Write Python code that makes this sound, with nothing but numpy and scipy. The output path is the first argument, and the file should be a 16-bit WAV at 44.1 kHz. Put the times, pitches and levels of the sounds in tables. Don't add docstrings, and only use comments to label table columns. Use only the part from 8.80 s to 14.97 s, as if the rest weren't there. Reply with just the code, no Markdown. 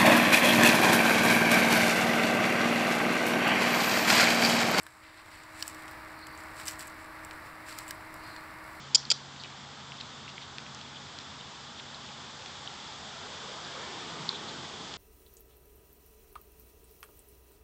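import sys
import numpy as np
from scipy import signal
from scipy.fft import rfft, irfft, next_fast_len
from scipy.io import wavfile
from scipy.ndimage import uniform_filter1d, map_coordinates

SR = 44100
rng = np.random.default_rng(int(sys.argv[2]) if len(sys.argv) > 2 else 0)


def master(y):
    cut = np.clip(np.atleast_2d(y).T, -1, 1)
    pcm = np.round(cut * 32767)
    wavfile.write(sys.argv[1], SR, pcm.astype(np.int16))


N = 272096


def amp(db):
    return 10 ** (np.asarray(db) / 20)


def unit(x):
    return x / np.sqrt(np.mean(x ** 2) + 1e-20)


def along(points, hz):
    f, v = np.transpose(points)
    return np.interp(np.log(hz + 1), np.log(f), v)


def wobble(rate):
    knots = rng.standard_normal(int(N * rate / SR) + 4)
    return map_coordinates(knots, [np.arange(N) * rate / SR])


def filtered(x, response):
    m = next_fast_len(len(x) + SR // 10)
    return irfft(rfft(x, m) * response(np.fft.rfftfreq(m, 1 / SR)), m)[:len(x)]


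def resonance(f, hz, width):
    return (1j * f * width / (hz * hz - f * f + 1j * f * width)) ** 2


def hump(f, hz, octaves):
    return np.sqrt(.5 ** ((2 * np.log2((f + 1) / hz) / octaves) ** 2))


def noise(spectrum):
    return unit(filtered(rng.standard_normal(N), lambda f: amp(along(spectrum, f))))


def tone(hz):
    return unit(np.sin(2 * np.pi * np.cumsum(hz) / SR))


def add(track, s, sound):
    start = max(round(s * SR), 0)
    track[start:start + len(sound)] += sound[:N - start]


def patchy(x, depth_db):
    z = signal.stft(x, nperseg=2048)[2]
    patches = uniform_filter1d(rng.standard_normal(z.shape), size=7, axis=0)
    patches = uniform_filter1d(patches, size=5, axis=1)
    return unit(signal.istft(z * amp(depth_db * unit(patches)), nperseg=2048)[1][:N])


def passing(nearest_s, half_s, db):
    return amp(db) / np.hypot(1, (np.arange(N) / SR - nearest_s) / half_s)


def outdoor_air(level_db=-49.5):
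    # (frequency [Hz], relative level [dB])
    spectrum = [(20, -46), (35, -20), (55, -9), (85, 5), (130, -0.5), (235, 4.5), (320, -3.5), (550, -5.5),
                (900, 0.5), (1250, 0), (1800, -4), (2600, -10), (4000, -32.5)]
    return amp(level_db + 0.33 * wobble(4.37)) * patchy(noise(spectrum), depth_db=0.58)


def hiss(far_db=-52):
    # (frequency [Hz], relative level [dB])
    spectrum = [(1500, -18), (2600, -10), (3050, -3), (3450, 1.5), (4000, -5.5), (4900, -5), (5700, -9),
                (6500, -11), (7300, -10.5), (8000, -18), (8600, -33)]
    swell = np.hypot(amp(far_db), passing(nearest_s=5.34, half_s=1.46, db=-46))
    return swell * amp(0.23 * wobble(9)) * noise(spectrum)


def traffic_roar():
    # (frequency [Hz], relative level [dB])
    tyres = [(200, -22), (400, -3), (600, -3.5), (830, -1), (1200, -2), (1700, -5.5), (2500, -10.5),
             (5000, -32)]
    # (frequency [Hz], width [Hz], level against the tyres [dB])
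    drone = [(693, 15, -21.5), (877, 68, -14.5)]
    roar = patchy(noise(tyres), depth_db=2.5)
    for hz, width, db in drone:
        roar += amp(db) * unit(filtered(rng.standard_normal(N), lambda f: resonance(f, hz, width)))
    return passing(nearest_s=5.23, half_s=0.69, db=-45) * roar


def traffic_rumble(peak_s=5.3, peak_db=-49, rise_db_per_s=22, fall_db_per_s=4.5):
    # (frequency [Hz], relative level [dB])
    spectrum = [(90, -27.5), (135, -1), (168, 3.5), (210, -3), (330, -0.5), (480, -2), (700, -35)]
    since = np.arange(N) / SR - peak_s
    level_db = peak_db + np.minimum(rise_db_per_s * since, -fall_db_per_s * since)
    return amp(level_db) * patchy(noise(spectrum), depth_db=1.5)


def traffic_whine(hz=823):
    swell = passing(nearest_s=4.8, half_s=1.1, db=-60.5)
    return swell * amp(2.5 * wobble(6)) * tone(hz + 3 * wobble(7))


def motor_hum(hz=138.4, start_db=-54, rest_db=-69, fade_s=5):
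    level_db = rest_db + (start_db - rest_db) * np.exp(-np.arange(N) / SR / fade_s)
    return amp(level_db + 1.3 * wobble(9)) * tone(hz + 0.66 * wobble(10))


def porch(x, delay_s=0.011, build_s=0.01):
    # (frequency [Hz], time to fall 60 dB [s])
    ring_times = [(300, 0.21), (5000, 0.21), (8000, 0.22)]
    # (frequency [Hz], gain [dB])
    colour = [(2500, -15.5), (3900, 10.5), (4900, -5.0), (6000, 9.5), (7000, -9.0)]
    hz, t, z = signal.stft(rng.standard_normal(SR // 2), SR, nperseg=256)
    swell = 1 - np.exp(-np.maximum(t - delay_s, 0) / build_s)
    decay = amp(-60 * t / along(ring_times, hz)[:, None])
    tail = signal.istft(z * swell * decay, SR, nperseg=256)[1]
    tail = filtered(tail / np.linalg.norm(tail), lambda f: amp(along(colour, f)))
    return signal.fftconvolve(x, tail)[:N]


def meat(spiky=0.86, chew_count=12, start_s=1.17, chews_per_s=2.4, uneven_s=.02):
    # (centre [s], length [s], level [dB], pitch [Hz], width [octaves])
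    squelches = [(0.607, 0.015, -44, 4060, .35), (0.649, .014, -41, 2600, 0.64),
                 (1.207, .009, -42.5, 3800, 0.4), (1.496, .022, -47.5, 3300, .9),
                 (1.628, 0.023, -47.5, 3180, 0.64), (2.167, 0.016, -44.5, 3300, .27),
                 (2.997, .011, -41.5, 3260, .55), (5.49, .016, -42.5, 3800, .45),
                 (5.552, .022, -42, 3480, .25), (5.69, .019, -43.5, 3950, .32)]
    out = np.zeros(N)
    t = np.arange(-SR // 10, SR // 10) / SR
    beats = start_s + np.arange(chew_count) / chews_per_s + uneven_s * rng.standard_normal(chew_count)
    soft_chews = [(s, 0.027, -52, 3600, .85) for s in beats if s < N / SR]
    for s, length, db, hz, octaves in squelches + soft_chews:
        pops = rng.standard_normal(len(t)) * np.exp(spiky * rng.standard_normal(len(t)))
        squeeze = np.exp(-2 * (t / length) ** 2)
        add(out, s + t[0], amp(db) * squeeze * unit(filtered(pops, lambda f: hump(f, hz, octaves))))
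    return out


def tick(hz, octaves, rebound_gain=0.53, rebound_s=0.001024):
    blow = signal.unit_impulse(SR // 50, 'mid')
    rebound = np.roll(blow, round(rebound_s * rng.uniform(.6, 1.4) * SR))
    snap = filtered(blow + rebound_gain * rebound, lambda f: hump(f, hz, octaves))
    return snap / np.abs(snap).max()


def teeth(faint_count=40, faint_db=-41, spread_db=7):
    # (time [s], peak level [dB], pitch [Hz], width [octaves])
    contacts = [(.2532, -27.5, 4500, 0.31), (.6372, -25, 3650, .67), (1.121, -30, 2600, .46),
                (1.212, -24, 3450, 0.72), (1.480, -32.5, 2500, .35), (1.581, -27.5, 2440, 0.55),
                (1.784, -20.5, 2800, 1.06), (1.948, -30, 5700, .51), (2.014, -29, 3550, .76),
                (2.388, -24, 3970, 0.77), (2.611, -33, 3250, .3), (3.146, -30.5, 4130, .33),
                (3.661, -25.5, 3360, 0.94), (3.876, -25.5, 3300, .27), (4.124, -32, 3800, .3),
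                (4.849, -30.5, 4300, .3), (5.492, -12, 4040, 0.34), (6.140, -23, 3580, 0.76)]
    out = np.zeros(N)
    for s, db, hz, octaves in contacts:
        add(out, s - 0.01, amp(db) * tick(hz, octaves))
    for when, size, pitch in rng.random((faint_count, 3)):
        add(out, when * N / SR, amp(faint_db + spread_db * size ** 2) * tick(2400 * 2 ** pitch, 0.6))
    return out


def fracture(tilt_db, knock_db, splinter_s=0.00034, splinter_db=-18, jaw_hz=590):
    # (frequency [Hz], width [Hz], relative level [dB])
    modes = [(2660, 890, -21), (3200, 480, -9.5), (4700, 410, -3.5), (4907, 470, 3.5), (5270, 300, -2.5),
             (6880, 300, -11), (7140, 630, -3.5), (8250, 450, -24)]
    t = np.arange(SR // 100) / SR
    force = amp(splinter_db) * rng.standard_normal(len(t)) * np.exp(-t / splinter_s)
    force[0] = rng.choice([-1, 1])
    tilted = [(hz, width, db + tilt_db * np.log2(hz / 5000)) for hz, width, db in modes]
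    ring = filtered(force, lambda f: sum(amp(db) * resonance(f, hz, width) for hz, width, db in tilted))
    knock = filtered(force, lambda f: resonance(f, jaw_hz, 220) + 0.88 * resonance(f, 1510, 1100))
    crack = unit(ring) + amp(knock_db) * unit(knock)
    return crack / np.abs(crack).max()


def crunches(count=10, gap_s=0.002, uneven=.3, scatter_db=1.5, tilt_scatter_db=12):
    # (time [s], hold [s], level [dB], treble tilt [dB/octave], jaw knock against the ring [dB])
    runs = [(0.1471, 0.0093, -4.5, 4, -28), (0.3023, 0.0046, -10.5, -12.5, -27),
            (.3138, .0055, -9, -10, -15)]
    release_db_per_s, knock_rise_db_per_s = 3400, 1100
    out = np.zeros(N)
    for s, hold, db, tilt_db, knock_db in runs:
        for k, (shift, size, colour) in enumerate(rng.uniform(-1.1, 1, (count, 3))):
            age = gap_s * (k + uneven * shift * (k > 0))
            knock = knock_db - knock_rise_db_per_s * max(hold - age, 0)
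            level = db + scatter_db * size - release_db_per_s * max(age - hold, 0)
            add(out, s + age, amp(level) * fracture(tilt_db + tilt_scatter_db * colour, knock))
    return out


def scene(porch_send_db=-20):
    cat = crunches() + teeth() + meat()
    echo = porch(amp(porch_send_db) * cat)
    outdoors = outdoor_air() + hiss() + traffic_roar() + traffic_rumble() + traffic_whine() + motor_hum()
    return (cat + echo + outdoors)[None]


def record(dry):
    top_hz = 8650
    return np.array([filtered(ch, lambda f: 1 / np.sqrt(1 + (f / top_hz) ** 110)) for ch in dry])


dry = scene()
out = record(dry)
master(out)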